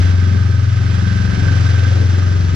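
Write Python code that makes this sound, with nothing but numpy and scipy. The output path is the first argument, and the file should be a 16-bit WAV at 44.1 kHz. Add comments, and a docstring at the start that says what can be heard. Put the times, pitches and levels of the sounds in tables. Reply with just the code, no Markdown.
"""On open snow, in a line of machines, a snowmobile idles, heard from its seat.
Harmonics of the engine cycle beat together into the exhaust's boom and throb; knocks ring the casing.
Belts and fans hiss as shaped noise. A neighbour at almost the same speed adds overtones and rasping puffs.
The rider turns round: short bursts of noise give soft bumps on the seat and ticks of jacket cloth."""
import sys
import numpy as np
from scipy import signal
from scipy.fft import rfft, irfft
from scipy.io import wavfile
from scipy.ndimage import uniform_filter1d

SR = 44100
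rng = np.random.default_rng(int(sys.argv[2]) if len(sys.argv) > 2 else 0)


def generate_wav(sig):
    """Save sig (samples, or channels by samples) to the path in sys.argv[1] as 16-bit PCM at SR."""
    pcm = np.round(np.clip(np.atleast_2d(sig).T, -1, 1) * 32767).astype(np.int16)
    wavfile.write(sys.argv[1], SR, pcm)


N = 112454
T, HZ = np.arange(N) / SR, np.fft.rfftfreq(N, 1 / SR)  # time axis [s], frequency axis [Hz]

# Phase by which the left channel leads the right: (frequency [Hz], phase [rad])
LEFT_LEAD = [(60, 0.8), (130, -0.1), (200, -0.26), (280, -.5), (400, -0.5), (600, -2), (1000, -2),
             (1300, -3), (1800, 1.3), (2400, -1.6), (4200, -0.7), (5200, -1.45), (6500, -2), (8000, -3.5),
             (10000, -1.3)]

# Belts and fans: relative noise spectrum (frequency [Hz], density [dB per Hz])
HISS_SPECTRUM = [(100, -5.5), (400, -1.5), (600, 2.5), (950, -3.5), (1400, 3.5), (1850, 1), (2300, -2),
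                 (3000, -3.5), (4200, -7), (5400, -4.5), (6300, -10), (7000, -15.5), (7600, -14.5),
                 (8100, -26.5), (9000, -24), (10500, -33.5), (12500, -43.5), (15000, -50.5)]
# Hiss course before the common trim: (time [s], level [dB], left minus right [dB])
HISS_COURSE = [(0, -33, -5), (.15, -37, -4), (.55, -39, -4), (.8, -38, -2.5), (.95, -36.5, -5.5),
               (1.15, -36, -4), (1.4, -34.5, -4), (1.62, -33.5, -3.5), (1.9, -34.5, -1.5), (2.05, -36, -1),
               (2.55, -37.5, 0)]
# Balance of the hiss over the spectrum: (frequency [Hz], left minus right [dB])
HISS_BALANCE = [(300, 19.5), (600, 6), (800, 1), (1100, -3.5), (2000, -1), (2700, -2.5), (3800, 0.5),
                (5200, 1), (6500, 6), (9000, -4.5)]
# Left-right likeness of the hiss: (frequency [Hz], likeness [0-1])
HISS_LIKENESS = [(100, 0.41), (400, 0.23), (750, 0.63), (1100, 0.73), (1500, 0.17), (2000, .4),
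                 (2800, 0.38), (4000, 1), (5200, 0.54), (6500, .3), (7600, 0.43), (10000, .15)]
HISS_TRIM_DB, HISS_FLICKER_DB, HISS_COLOUR_DB = 2, 0.64, 1.0
HISS_THROB_DEPTH, HISS_THROB_PEAK = 0.1, 0.37  # share of the amplitude; place in the cycle

# Soft bumps of the rider on the seat: (time [s], length [s], level [dB])
SEAT_BUMPS = [(.35, 0.045, -31), (.85, 0.035, -43), (1.97, 0.025, -27.5), (2.02, 0.026, -25),
              (2.25, 0.17, -33.5)]
# Relative spectrum of a bump: (frequency [Hz], density [dB per Hz])
BUMP_SPECTRUM = [(60, -17), (200, 2.5), (320, -1), (500, -10), (800, -19.5), (1400, -27.5), (4000, -63)]
BUMP_PAN_DB = 11  # left minus right
# Ticks of stiff jacket cloth: (time [s], length [s], level [dB])
CLOTH_TICKS = [(.775, .006, -37), (.953, .004, -29), (.98, 0.0026, -44), (1.0, 0.0028, -46)]
# Relative spectrum of a tick: (frequency [Hz], density [dB per Hz])
TICK_SPECTRUM = [(500, -10), (1700, 22), (3000, -9), (7000, -6), (11000, -14), (14000, -28)]

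NEIGHBOUR_HZ, NEIGHBOUR_FIRST_S = 22.525, 0.004074  # cycles a second, first beat
NEIGHBOUR_TRIM_DB = 0.5
# The neighbour's weaker exhaust partials before trim and swells: (multiple of the cycle rate, level [dB])
WEAK_PARTIALS = [(1, -42.5), (2, -44), (6, -38.5), (7, -31), (8, -33), (9, -38.5), (10, -45.5), (11, -51),
                 (12, -41), (13, -53.5), (14, -68), (15, -60), (16, -48.5), (17, -48), (18, -58.5)]
# Swell of the partials below LOW_GROUP_TO_HZ: (time [s], level [dB])
LOW_SWELL = [(0, 1.5), (.25, 0), (.62, -2.5), (.85, 4), (1.0, 1), (1.2, -1), (1.42, 9.5), (1.7, 0.5),
             (1.95, -10), (2.2, -2), (2.55, 5)]
# Swell of the partials between the two group limits: (time [s], level [dB])
MIDDLE_GROUP_SWELL = [(0, -2.5), (.3, 3), (.5, 1), (.75, -8.5), (1.05, 7), (1.33, 6.5), (1.6, -8.5),
                      (1.8, -5), (2.0, -0.5), (2.25, -2), (2.55, -0.5)]
# Rasp: swell of the partials from RASP_FROM_HZ up and of the puffs: (time [s], level [dB])
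RASP_SWELL = [(0, 2.5), (.32, -0.5), (.5, -0.5), (.74, -4.5), (.86, 1), (1.1, -1.5), (1.48, 5), (1.75, 1),
              (2.0, 2), (2.28, 0), (2.55, 2)]
LOW_GROUP_TO_HZ, RASP_FROM_HZ = 168, 215
WAVER_DB = 1.4  # separate wavering of each weak partial
# Gas rushing out with each beat, relative spectrum: (frequency [Hz], density [dB per Hz])
PUFF_SPECTRUM = [(20, -19.5), (60, 1.5), (150, -4), (240, 0.5), (400, -7.5), (600, -18), (1000, -15.5),
                 (3000, -60)]
PUFF_DB, PUFF_PAN_DB, PUFF_LIKENESS = -33, 5.5, 0.31  # level before the rasp; left minus right; 0-1
PUFF_DECAY, PUFF_FLOOR = 0.88, 0.45  # decay in cycles; gas noise that goes on between beats
# The brighter edge of each puff, relative spectrum: (frequency [Hz], density [dB per Hz])
BARK_SPECTRUM = [(150, -21), (300, -3.5), (400, -2.5), (550, 2.5), (750, -12.5), (1100, -25), (3000, -47.5)]
# Course of that edge: (time [s], level [dB])
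BARK_COURSE = [(0, -44), (.6, -51.5), (.9, -50.5), (1.25, -43.5), (1.5, -44), (1.85, -40), (2.1, -41),
               (2.55, -47.5)]
BARK_PLACE, BARK_WIDTH = 0.18, .17  # peak and half-width in cycles

# Knocks in each cycle: (place in the cycle [0-1], relative level in low ring [dB], in high ring [dB])
CYCLE_KNOCKS = [(.06, -13, 0), (.18, 1, -21), (0.388, -3, 3.5), (.69, -2, 3.5)]
KNOCK_SPREAD_DB, KNOCK_JITTER_S = 2.5, .0012
KNOCK_RATTLE, KNOCK_DECAY = 0.015, 0.3  # strength of the noise after a knock; its decay in cycles
LOW_RING_HZ, LOW_RING_WIDTH_HZ, LOW_RING_DB, LOW_RING_PAN_DB = 1248, 33, -44, -16
# Casing modes of the high ring: (frequency [Hz], width [Hz], relative level [dB])
HIGH_MODES = [(1560, 29, 6.5), (1648, 58, 1)]
# High ring before its trims: (time [s], level [dB], left minus right [dB])
HIGH_RING_COURSE = [(0, -37.5, -16), (.3, -39.5, -21), (.75, -41.5, -12.5), (1.0, -37.5, -22),
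                    (1.25, -33.5, -17), (1.58, -34.5, -15.5), (1.87, -34, -7), (2.02, -41, -8.5),
                    (2.55, -38.5, -10)]
HIGH_RING_TRIM_DB, HIGH_RING_PAN_TRIM_DB = -0.5, -2.5

CYCLE_HZ, FIRST_S = 22.6, .005  # engine cycles a second, first exhaust beat
SPEED_WANDER = 0.0018  # unevenness as a share of the speed
PIPE_HZ, PIPE_WIDTH_HZ = 108.7, 28.2  # the silencer's resonance
PHASE_SLIP = 0.18  # slow wander of each partial's phase [rad]
# The strongest exhaust partials, third to fifth: each (time [s], level [dB])
THIRD_PARTIAL = [(0, -22.5), (.5, -33), (.72, -40.5), (.95, -30), (1.329, -22), (1.6, -45), (1.76, -36.5),
                 (2.05, -43), (2.3, -25.5), (2.55, -23)]
FOURTH_PARTIAL = [(0, -10.5), (.25, -11.5), (.8, -15.5), (.94, -14.5), (1.12, -15.5), (1.27, -16),
                  (1.35, -21), (1.44, -13), (1.75, -12.5), (2.1, -12), (2.35, -13), (2.55, -14.5)]
FIFTH_PARTIAL = [(0, -28), (.1, -28), (.4, -18.5), (.75, -15.5), (.97, -19), (1.2, -18.5), (1.35, -20.5),
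                 (1.58, -16.5), (2.03, -17.5), (2.2, -24), (2.4, -23), (2.55, -29)]
# Balance of the exhaust partials: (frequency [Hz], left minus right [dB])
EXHAUST_BALANCE = [(40, 8.5), (100, 2.5), (170, 7.5), (260, 4.5), (420, 10)]

BAND_EDGE_HZ = 14000


def amp(db):
    """Logarithmic level: decibels to amplitude gain."""
    return 10 ** (np.asarray(db) / 20)


def evened(x):
    """Normalisation of power: scales to rms 1."""
    return x / np.sqrt(np.mean(x ** 2) + 1e-20)


def read(points, hz):
    """Interpolation of a spectrum on a logarithmic frequency axis."""
    f, value = np.transpose(points)
    return np.interp(np.log(hz + 1), np.log(f), value)


def curves(rows):
    """Linear interpolation in time: one curve for each column after the first."""
    s, *columns = np.transpose(rows)
    return [np.interp(T, s, column) for column in columns]


def pan(db):
    """Level difference between the ears: left and right gains of mean 1."""
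    half = np.atleast_1d(db) / 2
    left, right = amp(half), amp(-half)
    return 2 * np.array([left, right]) / (left + right)


def drift(rate_hz):
    """Low-passed Gaussian noise: slow random motion of rms 1."""
    lowpass = (HZ > 0) * np.exp(-(HZ / rate_hz) ** 2)
    return evened(irfft(rfft(rng.standard_normal(N)) * lowpass, N))


def ring(x, hz, width_hz):
    """Resonance: a single peak filter, scaled to rms 1."""
    b, a = signal.iirpeak(hz, hz / width_hz, SR)
    return evened(signal.lfilter(b, a, x))


def pair(points, same):
    """Partial coherence: left and right spectra that share a portion of one noise, out of step by LEFT_LEAD."""
    a, b = rfft(rng.standard_normal((2, N)))
    same = np.clip(same, -1, 1)
    shared = same * a * np.exp(-1j * read(LEFT_LEAD, HZ))
    right = shared + np.sqrt(1 - same ** 2) * b
    return np.array([a, right]) * amp(read(points, HZ))


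def cycles(rate_hz, first_s):
    """Integration of speed: engine cycles counted from the first beat, at a slightly uneven rate."""
    return rate_hz * (T - first_s + SPEED_WANDER * np.cumsum(drift(12)) / SR)


def partial(turns, k, db):
    """Harmonic k of the exhaust beats, with the phase lag of the silencer's two resonant chambers."""
    hz = k * CYCLE_HZ
    lag = 2 * np.arctan(PIPE_HZ / PIPE_WIDTH_HZ * (hz / PIPE_HZ - PIPE_HZ / hz))
    lead = read(LEFT_LEAD, hz) * np.array([[.5], [-.5]])
    angle = 2 * np.pi * k * turns - lag + PHASE_SLIP * drift(2.4) + lead
    return np.sqrt(2) * amp(db) * np.cos(angle) * pan(read(EXHAUST_BALANCE, hz))


def hiss(turns):
    """Broadband noise of belts and fans, modulated by the engine and coloured by bodywork reflections."""
    # random ripples over frequency stand for the reflections
    ripples = rng.standard_normal((2, len(HZ)))
    colour = np.array([evened(uniform_filter1d(c, size=300)) for c in ripples])
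    spectra = pair(HISS_SPECTRUM, read(HISS_LIKENESS, HZ))
    air = irfft(spectra * pan(read(HISS_BALANCE, HZ)) * amp(HISS_COLOUR_DB * colour), N)
    air = air / air.mean(0).std()  # the mean of both channels gets rms 1
    level, side = curves(HISS_COURSE)
    throb = 1 + HISS_THROB_DEPTH * np.cos(2 * np.pi * (turns - HISS_THROB_PEAK))
    flicker = HISS_FLICKER_DB * drift(60)
    return air * throb * amp(level + HISS_TRIM_DB + flicker) * pan(side)


def bursts(rows, spectrum):
    """Friction and soft contact: shaped noise under brief Gaussian envelopes."""
    swell = sum(amp(db) * np.exp(-((T - s) / length) ** 2) for s, length, db in rows)
    return evened(irfft(pair(spectrum, same=0.32), N)) * swell


def rider():
    """Contact noise of the turning rider: dull bumps on the seat, bright ticks of stiff cloth."""
    return bursts(SEAT_BUMPS, BUMP_SPECTRUM) * pan(BUMP_PAN_DB) + bursts(CLOTH_TICKS, TICK_SPECTRUM)


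def overtones(turns):
    """Harmonic series: the weaker partials swell in three frequency groups, and each wavers by itself."""
    (low,), (middle,), (rasp,) = curves(LOW_SWELL), curves(MIDDLE_GROUP_SWELL), curves(RASP_SWELL)
    out = 0
    for k, db in WEAK_PARTIALS:
        hz = k * CYCLE_HZ
        if hz < LOW_GROUP_TO_HZ:
            swell = low
        elif hz < RASP_FROM_HZ:
            swell = middle
        else:
            swell = rasp
        out = out + partial(turns, k, db + NEIGHBOUR_TRIM_DB + swell + WAVER_DB * drift(1.8))
    return out


def gas_puffs(turns):
    """Turbulent gas flow: noise gated once per cycle, with a brighter edge on every beat."""
    (rasp,), (edge,) = curves(RASP_SWELL), curves(BARK_COURSE)
    gate = uniform_filter1d(np.exp(-(turns % 1) / PUFF_DECAY), size=150) + PUFF_FLOOR
    puffs = evened(irfft(pair(PUFF_SPECTRUM, PUFF_LIKENESS), N) * gate) * amp(PUFF_DB + rasp)
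    from_peak = (turns - BARK_PLACE + .5) % 1 - .5  # cycles
    burst = np.exp(-(from_peak / BARK_WIDTH) ** 2)
    bark = evened(irfft(pair(BARK_SPECTRUM, same=1.0), N) * burst) * amp(edge)
    return (puffs + bark) * pan(PUFF_PAN_DB)


def neighbour():
    """Periodic excitation by a second, slightly slower engine: overtones and rasping puffs of gas."""
    turns = cycles(NEIGHBOUR_HZ, NEIGHBOUR_FIRST_S)
    return overtones(turns) + gas_puffs(turns)


def clatter(turns):
    """Impact excitation of resonances: knocks and their rattle, near set places in the cycle, ring the casing."""
    low, high = np.zeros((2, N))
    for place, low_db, high_db in CYCLE_KNOCKS:
        at = turns - place + KNOCK_JITTER_S * CYCLE_HZ * drift(20)
        blows = np.diff(np.floor(at), prepend=np.floor(at[0]))  # an impulse at each whole cycle
        rattle = KNOCK_RATTLE * np.exp(-(at % 1) / KNOCK_DECAY) * rng.standard_normal(N)
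        knock = (blows + rattle) * amp(KNOCK_SPREAD_DB * drift(11))
        low = low + amp(low_db) * knock
        high = high + amp(high_db) * knock
    # a broad resonance follows the narrow ones in both rings
    level, side = curves(HIGH_RING_COURSE)
    modes = evened(sum(amp(db) * ring(high, hz, width) for hz, width, db in HIGH_MODES))
    high = ring(modes, hz=1566, width_hz=190)
    high = high * amp(level + HIGH_RING_TRIM_DB) * pan(side + HIGH_RING_PAN_TRIM_DB)
    low = ring(ring(low, LOW_RING_HZ, LOW_RING_WIDTH_HZ), LOW_RING_HZ, width_hz=470)
    return high + low * amp(LOW_RING_DB) * pan(LOW_RING_PAN_DB)


def exhaust(turns):
    """Beating of neighbouring harmonics: three strong partials make the deep, throbbing boom."""
    strong = ((3, THIRD_PARTIAL), (4, FOURTH_PARTIAL), (5, FIFTH_PARTIAL))
    return sum(partial(turns, k, curves(course)[0]) for k, course in strong)


def scene():
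    """Superposition of the hiss, the rider, the neighbour and the near engine."""
    turns = cycles(CYCLE_HZ, FIRST_S)
    return hiss(turns) + rider() + neighbour() + clatter(turns) + exhaust(turns)


def record(dry):
    """Band limitation: a linear-phase low-pass filter, centred so that it adds no delay."""
    lowpass = signal.firwin(255, BAND_EDGE_HZ, window=("kaiser", 9), fs=SR)
    return signal.oaconvolve(dry, lowpass[None], "same")


dry = scene()
out = record(dry)
generate_wav(out)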